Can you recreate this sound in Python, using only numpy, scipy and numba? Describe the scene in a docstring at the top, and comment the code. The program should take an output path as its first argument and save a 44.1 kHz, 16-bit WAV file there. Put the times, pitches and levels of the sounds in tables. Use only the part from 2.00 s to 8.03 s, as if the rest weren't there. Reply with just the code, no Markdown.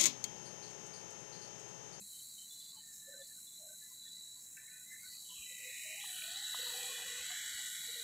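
"""Over paving, a toy helicopter with two stacked rotors skims along a few metres from a phone,
then drifts up close. Its eight-tooth pinion whines and rattles, the blades hiss in puffs,
downwash rushes off the ground, short hums and a low warble swell, skids tick and the phone is bumped.
The phone's noise suppressor shuts every band that stays under its learned background,
so weak sound comes through in patches over a faint room tone."""
import sys
import numpy as np
from scipy import signal
from scipy.fft import rfft, irfft
from scipy.io import wavfile
from scipy.ndimage import uniform_filter1d, map_coordinates
from numba import njit

SR = 44100
rng = np.random.default_rng(int(sys.argv[2]) if len(sys.argv) > 2 else 0)


def attenuation_scalar(level_db):
    """Turn a level in dB into a linear amplitude multiplier (20 dB per decade)."""
    decades = np.asarray(level_db, float) / 20
    return 10 ** decades


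def bounce(signal):
    """Save signal as a 16-bit WAV file at the path given by the first command-line argument."""
    frames = np.transpose(np.atleast_2d(signal))
    limited = np.clip(frames, -1, 1)
    pcm = np.round(limited * 32767).astype(np.int16)
    wavfile.write(sys.argv[1], SR, pcm)


N = 265923

TEETH = 8  # on the motor pinion
FAR_DB = -55  # reference loudness while the toy is some metres off


def colour(points, source=None):
    """Noise (or the given source) shaped to a spectrum of (hz, relative db) points, at rms 1."""
    hz, db = np.transpose(points)
    f = np.arange(N // 2 + 1) * SR / N + 1
    source = rng.standard_normal(N) if source is None else source
    x = irfft(rfft(source) * attenuation_scalar(np.interp(np.log(f), np.log(hz), db)), N)
    return x / x.std()


@njit
def svf(x, hz, width):
    """State-variable filter with a moving centre and width in Hz: band (gain 1) and high outputs."""
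    band, high, b, l = np.empty(len(x)), np.empty(len(x)), 0., 0.
    for i in range(len(x)):
        g, k = np.tan(np.pi * hz[i] / SR), width[i] / hz[i]
        v = (b + g * (x[i] - l)) / (1 + g * (g + k))
        low = l + g * v
        b, l = 2 * v - b, 2 * low - l
        band[i], high[i] = k * v, x[i] - k * v - low
    return band, high


def walk(rate):
    """Random levels held 1 / rate s and slewed twice; spread near 1."""
    k = int(SR / rate)
    levels = np.repeat(rng.standard_normal(N // k + 1), k)
    return 1.57 * uniform_filter1d(uniform_filter1d(levels, k), k)[:N]


def curves(table):
    """Columns of a table whose first column is seconds, drawn as lines at every sample."""
    s, *columns = np.transpose(table)
    return [np.interp(np.arange(N) / SR, s, c) for c in columns]


def room_tone():
    """Faint steady noise of a fixed colour."""
    # room colour: pitch_hz [Hz], relative_level_db [dB per Hz]
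    room_colour = [(15, -21), (25, -16.5), (188, -1), (432, -16), (489, -14.5), (1270, -19.5),
                   (2010, -13.5), (2690, -21), (3600, -18), (4680, -37), (7920, -120)]
    return attenuation_scalar(-74.5) * colour(room_colour)


def thumps():
    """The hand bumps the phone softly: low sines that die away at once."""
    # handling thumps: start_s [s], level_db [dB, before the decay], pitch_hz [Hz]
    bumps = [(.01, -54, 198), (3.389, -59, 63), (5.08, -62, 61), (5.198, -62, 77.5), (5.54, -59, 61)]
    out, t = np.zeros(N + 4000), np.arange(4000) / SR
    for s, db, hz in bumps:
        out[int(s * SR):][:4000] += attenuation_scalar(db) * np.sin(2 * np.pi * hz * t) * np.exp(-t / 0.019)
    return out[:N]


def ticks():
    """A skid clips a paving edge: three close partials make a dull plastic ring of a few cycles."""
    # skid ticks: start_s [s], level_db [dB, before the envelope], pitch_hz [Hz, base of the ring]
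    clips = [(2.571, -36.5, 2270), (3.307, -39.5, 2900), (4.04, -37.5, 990), (4.219, -31, 2372),
             (4.544, -27, 1056), (5.303, -30, 1850)]
    out, t = np.zeros(N + 4000), np.arange(4000) / SR
    envelope = (t / 0.0019) ** 2 * np.exp(-t / .0012)
    for s, db, hz in clips:
        ring = sum(gain * np.sin(2 * np.pi * ratio * hz * t)
                   for ratio, gain in ((0.657, 0.39), (1.14, 1.0), (1.0, 1.0)))
        out[int(s * SR):][:4000] += attenuation_scalar(db) * ring * envelope
    return out[:N]


def warble():
    """Narrow noise and a tone on one gliding pitch."""
    # low tone that climbs, sags and climbs again as the toy closes in:
    # time_s [s], pitch_hz [Hz], level_db [dB, peak of the tone]
    glide = [(3.83, 611, -88), (3.86, 618.6, -62), (3.95, 630, -66), (3.98, 811.5, -68), (4.04, 830, -65),
             (4.1, 750, -63), (4.18, 740, -72), (4.21, 700, -85), (4.23, 665.5, -62), (4.3, 680, -63),
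             (4.38, 792, -66), (4.5, 830, -68.5), (4.56, 830, -80)]
    hz, db = curves(glide)
    noise = svf(rng.standard_normal(N), hz, np.full(N, 50.))[0]
    tone = np.sin(2 * np.pi * np.cumsum(hz) / SR)
    return attenuation_scalar(db) * (0.76 * noise / noise.std() + tone)


def hums():
    """Short swells of a tone with narrow noise round it; fainter ones come by chance, more while close."""
    # narrow hums: start_s [s], length_s [s], pitch_hz [Hz], level_db [dB rms, before edges and flutter]
    swells = [(0.0, 0.04, 2540, -62), (.071, 0.16, 3070, -66.5), (.31, 0.05, 2500, -66.5),
              (.35, 0.12, 3060, -63), (.5, .1, 3060, -69.5), (.6, 0.088, 3150, -66),
              (.74, 0.099, 3046, -67.5), (.482, 0.25, 3500, -60.5), (.737, .075, 873, -70.5),
              (.783, 0.14, 1803, -64.5), (.897, 0.36, 1760, -65), (1.273, 0.079, 1750, -63),
              (1.33, .08, 1525, -69), (1.058, 0.19, 549.4, -62.5), (1.119, 0.068, 1550, -64),
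              (1.198, 0.095, 3530, -64), (1.45, 0.16, 3500, -63.5), (1.573, .18, 610, -66),
              (1.659, 0.099, 1530, -67.5), (1.797, .11, 1742, -67.5), (1.889, 0.057, 1014, -69),
              (1.999, 0.16, 3468, -62.5), (2.039, 0.058, 1808, -62.5), (2.139, 0.048, 1996, -61.5),
              (2.554, .26, 1769, -63.5), (2.56, 0.029, 1572, -57.5), (2.57, 0.06, 2320, -66.5),
              (2.7, 0.12, 2416, -67), (3.0, 0.12, 1493, -68), (2.66, 0.047, 2183, -63),
              (2.72, 0.14, 1505, -68), (2.85, 0.17, 2042, -60.5), (2.9, 0.087, 1790, -59.5),
              (2.974, 0.091, 2144, -61.5), (3.111, 0.082, 1980, -62), (3.276, 0.074, 998, -68),
              (3.49, 0.055, 508, -67), (3.58, .16, 509.5, -66), (4.57, 0.68, 489, -61.5),
              (4.641, 0.12, 935, -62.5), (4.722, 0.18, 768, -62), (4.86, .12, 1080, -66.5),
              (5.05, .17, 1094, -66.5), (4.952, 0.1, 750, -63), (5.281, 0.079, 730, -63),
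              (5.85, 0.2, 460, -67)]
    count, close_start_s, close_length_s = 36, 4.5, 1.5
    lowest_hz, highest_hz = 700, 1347
    when, length, pitch, size = rng.random((count, 4)).T
    near = np.arange(count) % 3 > 0  # two in three fall while the toy is close
    start = np.where(near, close_start_s + when * close_length_s, when * close_start_s)
    faint_hz = lowest_hz * (highest_hz / lowest_hz) ** pitch
    faint_db = np.where(near, -68, -73.5) - 4 * size
    faint = zip(start, 0.063 * (.5 + length), faint_hz, faint_db)
    out, noise = np.zeros(N), rng.standard_normal(N)
    edge_s = 0.059  # rise plus fall of a swell
    for s, length, hz, db in [*swells, *faint]:
        i = int(s * SR)
        n = min(int(length * SR), N - i)
        x = svf(noise[i:i + n], np.full(n, 1. * hz), np.full(n, 40.))[0]
        x = x / x.std() + 1.08 * np.sin(2 * np.pi * hz * np.arange(n) / SR)
        out[i:i + n] += attenuation_scalar(db) * x / x.std() * signal.windows.tukey(n, min(edge_s / length, 1))
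    return out * attenuation_scalar(1.5 * walk(30))  # the level flutters


def shaft_tones(shaft, upper):
    """Tones at multiples of both motor speeds; rotor load rocks the upper motor once and twice a turn."""
    # upper motor tones: order [multiples of shaft speed], then relative_level_db [dB]
    upper_orders, upper_levels = (3.5, 4, 5, 6, 7, 8, 14, 15, 16, 24), [-18.5, -13.5, -14.5, -18, -14.5, 0, -18, -12.5, -7,
                                                        -19]
    # lower motor tones: order [multiples of shaft speed], then relative_level_db [dB]
    lower_orders, lower_levels = (3, 5, 6, 8), [-17.5, -16.5, -10, -5]
    wobble = shaft + .03 * np.sin(upper) + .03 * np.sin(2 * upper + 1) + .012 * walk(120)
    second = 1.013 * shaft + 0.22 * walk(40)  # the lower motor runs slightly faster
    tones = []
    for phase, orders, levels in ((wobble, upper_orders, upper_levels), (second, lower_orders, lower_levels)):
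        for k, db in zip(orders, levels):
            sway_db = (2.0 if k == TEETH else 3.5) * walk(9)
            tones.append((k, attenuation_scalar(db + sway_db) * np.sin(k * phase + rng.uniform(0, 2 * np.pi))))
    return tones


def downwash(tones, puff, upper):
    """Air and low shaft tones off the paving reach lower as the toy nears; a ground echo cuts a moving dip."""
    # downwash: time_s [s], level_db [dB], lowest_hz [Hz], ground_echo_dip_hz [Hz]
    wash = [(0, -66, 3200, 2420), (1.5, -71.5, 1310, 2450), (2.5, -63.5, 1420, 3060),
            (2.6, -59, 1470, 3140), (3.12, -63, 1600, 2800), (3.2, -68.5, 3020, 3600),
            (3.3, -53.5, 2990, 3600), (3.47, -54.5, 2030, 3560), (3.7, -51.5, 1890, 3200),
            (4.0, -50, 1940, 3380), (4.06, -51.5, 1770, 2206), (4.14, -49, 1450, 1970),
            (4.4, -50, 1386, 2425), (4.85, -47.5, 1453, 2120), (5.2, -47, 1470, 2265),
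            (5.38, -47, 1460, 2550), (6.03, -51, 1440, 2580)]
    # colour of the air: pitch_hz [Hz], relative_level_db [dB per Hz]
    wash_colour = [(250, -23), (450, 9.5), (1500, -6.5), (1900, 1), (2500, 0), (3400, 4), (4600, -7.5),
                   (5400, -23), (9000, -42)]
    db, low_hz, dip_hz = curves(wash)
    # share that the ground echo cancels: its depth wanders by chance and fades while the dip moves fast
    dip_hz_per_s = np.gradient(dip_hz) * SR
    depth = (.75 + .15 * walk(5)) / (1 + (dip_hz_per_s / 2500) ** 2)
    # part of the air is the same on every rotor turn, so it buzzes in close lines
    turn = rng.standard_normal(512)
    place = (upper / (2 * np.pi) + 0.0016 * walk(6)) * 512
    buzz = map_coordinates(turn, [place % 512], order=1, mode="grid-wrap")
    air = colour(wash_colour) + attenuation_scalar(-6.0) * colour(wash_colour, buzz)
    high = air + sum(tone for k, tone in tones if k < TEETH)
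    for damping in (.3, .65, 1.15, 1.6, 1.9):  # a steep lower edge
        high = svf(high, low_hz, damping * low_hz)[1]
    mix = high + attenuation_scalar(-19.5) * air
    for _ in range(2):
        mix = mix - np.clip(depth, 0, 1) * svf(mix, dip_hz, 0.16 * dip_hz)[0]
    # five narrow dips whose depth and pitch wander by chance leave the rush uneven and stranded
    for hz in (1650.0, 2186.0, 2850.0, 3100.0, 3600.):
        share = 0.96 * np.clip(.5 + 2.3 * walk(5.4), 0, 1)
        mix = mix - share * svf(mix, hz * (1 + 0.015 * walk(2.85)), np.full(N, 160.))[0]
    return attenuation_scalar(db) * mix * (1 + 0.096 * np.cos(puff))


def blades(hiss_db, top_db, whir_db, puff, upper):
    """Tip hiss and a lower whir that puff as each blade of either rotor sweeps by."""
    # tip hiss: pitch_hz [Hz], relative_level_db [dB per Hz]
    tip_colour = [(3120, -41), (5300, -10), (6430, -7), (7570, -1.5), (8050, -9), (8270, -4.5), (8800, -16),
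                  (11400, -60), (19400, -120)]
    # top hiss, before it is split in parts: pitch_hz [Hz], relative_level_db [dB per Hz]
    top_colour = [(5180, -32), (8800, -1.5), (9560, -1.5), (10700, -5.5), (11500, -3.5), (13500, -3),
                  (15500, -7)]
    # whir: pitch_hz [Hz], relative_level_db [dB per Hz]
    whir_colour = [(3900, -17), (4200, 5.5), (4550, 0), (4750, -3), (5000, -32), (5250, -6.5), (5450, -37)]
    lower_passes = 0.057 * np.cos(puff) + 0.12 * np.cos(2 * puff)
    upper_passes = 0.056 * np.cos(2 * upper) + 0.026 * np.cos(5 * upper)
    passes = 1 + lower_passes + upper_passes
    # each part of the top hiss swells and sinks on its own by chance
    top = sum(attenuation_scalar(1.5 * walk(5.4)) * svf(colour(top_colour), np.full(N, hz), np.full(N, 2600.))[0]
              for hz in (9250.0, 10490.0, 11930.0, 15100.0))
    tips = attenuation_scalar(hiss_db - 1.08) * colour(tip_colour) + attenuation_scalar(top_db) * top / top.std()
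    return passes * (attenuation_scalar(0.56 * walk(150)) * tips + attenuation_scalar(whir_db) * colour(whir_colour))


def gears(tones, motor_hz, upper, whine_db, hiss_db):
    """Mesh tones, and uneven teeth that rattle round them; the big wheel runs out once a turn."""
    # the mesh overtones gain an extra half dB per dB as the toy nears
    overtone_db = hiss_db + .5 * (hiss_db - FAR_DB) - 2.5
    out = sum(attenuation_scalar(whine_db if k == TEETH else overtone_db) * tone for k, tone in tones if k >= TEETH)
    # the gearbox shell draws the rattle towards its own ring
    body_hz, body_pull = 3897, 0.65
    mesh_hz = TEETH * motor_hz
    rattle_hz = mesh_hz + body_pull * (body_hz - mesh_hz)
    # multiple of the rattle pitch, width in Hz, level in dB
    bands = ((1, 320.0, whine_db - 2), (1.87, 202.0, overtone_db - 18),
             (2, 250., overtone_db - 9.5), (3, 910.0, overtone_db - 18.5))
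    for k, width, db in bands:
        rattle = rng.standard_normal(N)
        for _ in range(2):
            rattle = svf(rattle, k * rattle_hz, np.full(N, width))[0]
        out = out + attenuation_scalar(db + 1.8 * walk(4.15)) * rattle / rattle.std()
    return out * (1 + 0.068 * np.cos(upper) + 0.14 * np.cos(2 * upper))


def scene():
    """The flight sets the blade and gear levels and the shaft speeds; the same sum goes to both channels."""
    # flight: time_s [s], loudness_db [dB], facing_db [dB by which the gear side faces the phone]
    flight = [(0.0, -54.5, -6), (0.59, -54, -5.5), (0.81, -57, -3.5), (0.94, -53.5, -10), (1.14, -55.5, -3),
              (1.56, -55, -3), (1.91, -54.5, -10), (2.01, -56.5, 0), (2.55, -54.5, -8.5), (2.65, -56, -3.5),
              (4.0, -49.5, -7.5), (4.28, -51, 1), (4.5, -48, 1), (5.02, -48, -5), (5.26, -47.5, -2.5),
              (5.46, -47, -7), (5.73, -47.5, -7.5), (6.03, -50, 1)]
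    # rotor disc tips towards or away from the phone:
    # centre_s [s], length_s [s], whir_change_db [dB], top_hiss_change_db [dB]
    tilts = [(0.152, 0.28, 0.5, 3), (1.33, 0.23, 5.5, 2), (1.703, 0.28, -1.5, 0.5), (2.2, 0.48, -2, -2),
             (2.647, 0.58, -7, 0.5), (3.125, 0.22, 10, 1), (3.694, 0.64, -16, -0.5),
             (4.197, 0.29, 0.5, 3.5), (4.8, 0.34, -0.5, 2), (5.315, 0.44, -10, -3)]
    # upper motor, sagging as the battery drains: time_s [s], speed_hz [turns per s]
    motor = [(0, 506.5), (.9, 502), (1.6, 501), (2.3, 495.3), (2.7, 497), (3.3, 496), (4.35, 490.5),
             (5.2, 488.5), (5.55, 485.5), (6.03, 486.5)]
    # lower rotor: time_s [s], blade_passes_hz [passes per s]
    puffs = [(0, 74), (4.2, 53.5), (4.8, 55), (5.3, 55.5), (6.03, 63)]
    t = np.arange(N) / SR
    hiss_db, facing_db = curves(flight)
    tilt_db, top_tilt_db = sum(np.outer(dbs, np.exp(-(2 * (t - s) / length) ** 4))
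                               for s, length, *dbs in tilts)
    nearing_db = hiss_db - FAR_DB
    whine_db = hiss_db + facing_db
    top_db = -59.5 + 0.98 * nearing_db + top_tilt_db
    whir_db = -64 + nearing_db + tilt_db + 3 * walk(9)
    motor_hz, puff_hz = curves(motor)[0], curves(puffs)[0]
    shaft, puff = 2 * np.pi * np.cumsum([motor_hz, puff_hz], axis=1) / SR
    upper = .0757 * shaft  # upper rotor turns per motor turn
    tones = shaft_tones(shaft, upper)
    surroundings = thumps() + ticks() + warble() + hums() + downwash(tones, puff, upper)
    toy = blades(hiss_db, top_db, whir_db, puff, upper) + gears(tones, motor_hz, upper, whine_db, hiss_db)
    return np.tile(surroundings + toy, (2, 1))


def suppress(x):
    """Each narrow band opens only while its smoothed power stands above the learned background."""
    # background the suppressor has learned: pitch_hz [Hz], level_db [dB per band]
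    learned = [(100, -79), (500, -83.5), (1200, -90.5), (2000, -79.5), (3000, -83), (3650, -74),
               (3800, -86.5), (4100, -83), (4250, -71), (4550, -91.5), (5000, -78.5), (5400, -88),
               (6000, -82), (6600, -100), (16000, -110)]
    open_db, shut_db = 4.5, -35  # softness of the threshold; scale of the cut in a weak band
    hold, release = 0.78, 0.15  # share kept from one frame to the next
    hz, _, z = signal.stft(x, SR, nperseg=768, noverlap=576)
    power = uniform_filter1d(abs(z) ** 2, size=2, axis=0)
    power = signal.lfilter([1 - hold], [1, -hold], power, axis=1)
    f, db = np.transpose(learned)
    over = 10 * np.log10(power + 1e-18) - np.interp(np.log(hz + 1), np.log(f), db)[:, None]
    gain = attenuation_scalar(shut_db / (0.5 + np.exp(np.clip(over / open_db, -30, 30))))
    # opens at once and shuts almost as fast, a faint share lingering for a frame or two
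    gain = np.maximum(gain, signal.lfilter([1 - release], [1, -release], gain, axis=1))
    gain[hz < 260] = 1  # the bass passes untouched
    return signal.istft(z * gain, SR, nperseg=768, noverlap=576)[1][:N]


def top_cut(x):
    """Nothing passes above the cut-off."""
    return signal.sosfilt(signal.butter(12, 15620, fs=SR, output="sos"), x)


def record(dry):
    """One microphone: suppressor, room tone under it, a steep top cut, a gentle bass cut."""
    x = suppress(dry[0]) + room_tone()
    x = signal.sosfilt(signal.ellip(10, .2, 80, 15600, fs=SR, output="sos"), x)
    x = signal.sosfilt(signal.butter(2, 45, "high", fs=SR, output="sos"), x)
    return top_cut(np.tile(x, (2, 1)))


dry = scene()
out = record(dry)
bounce(out)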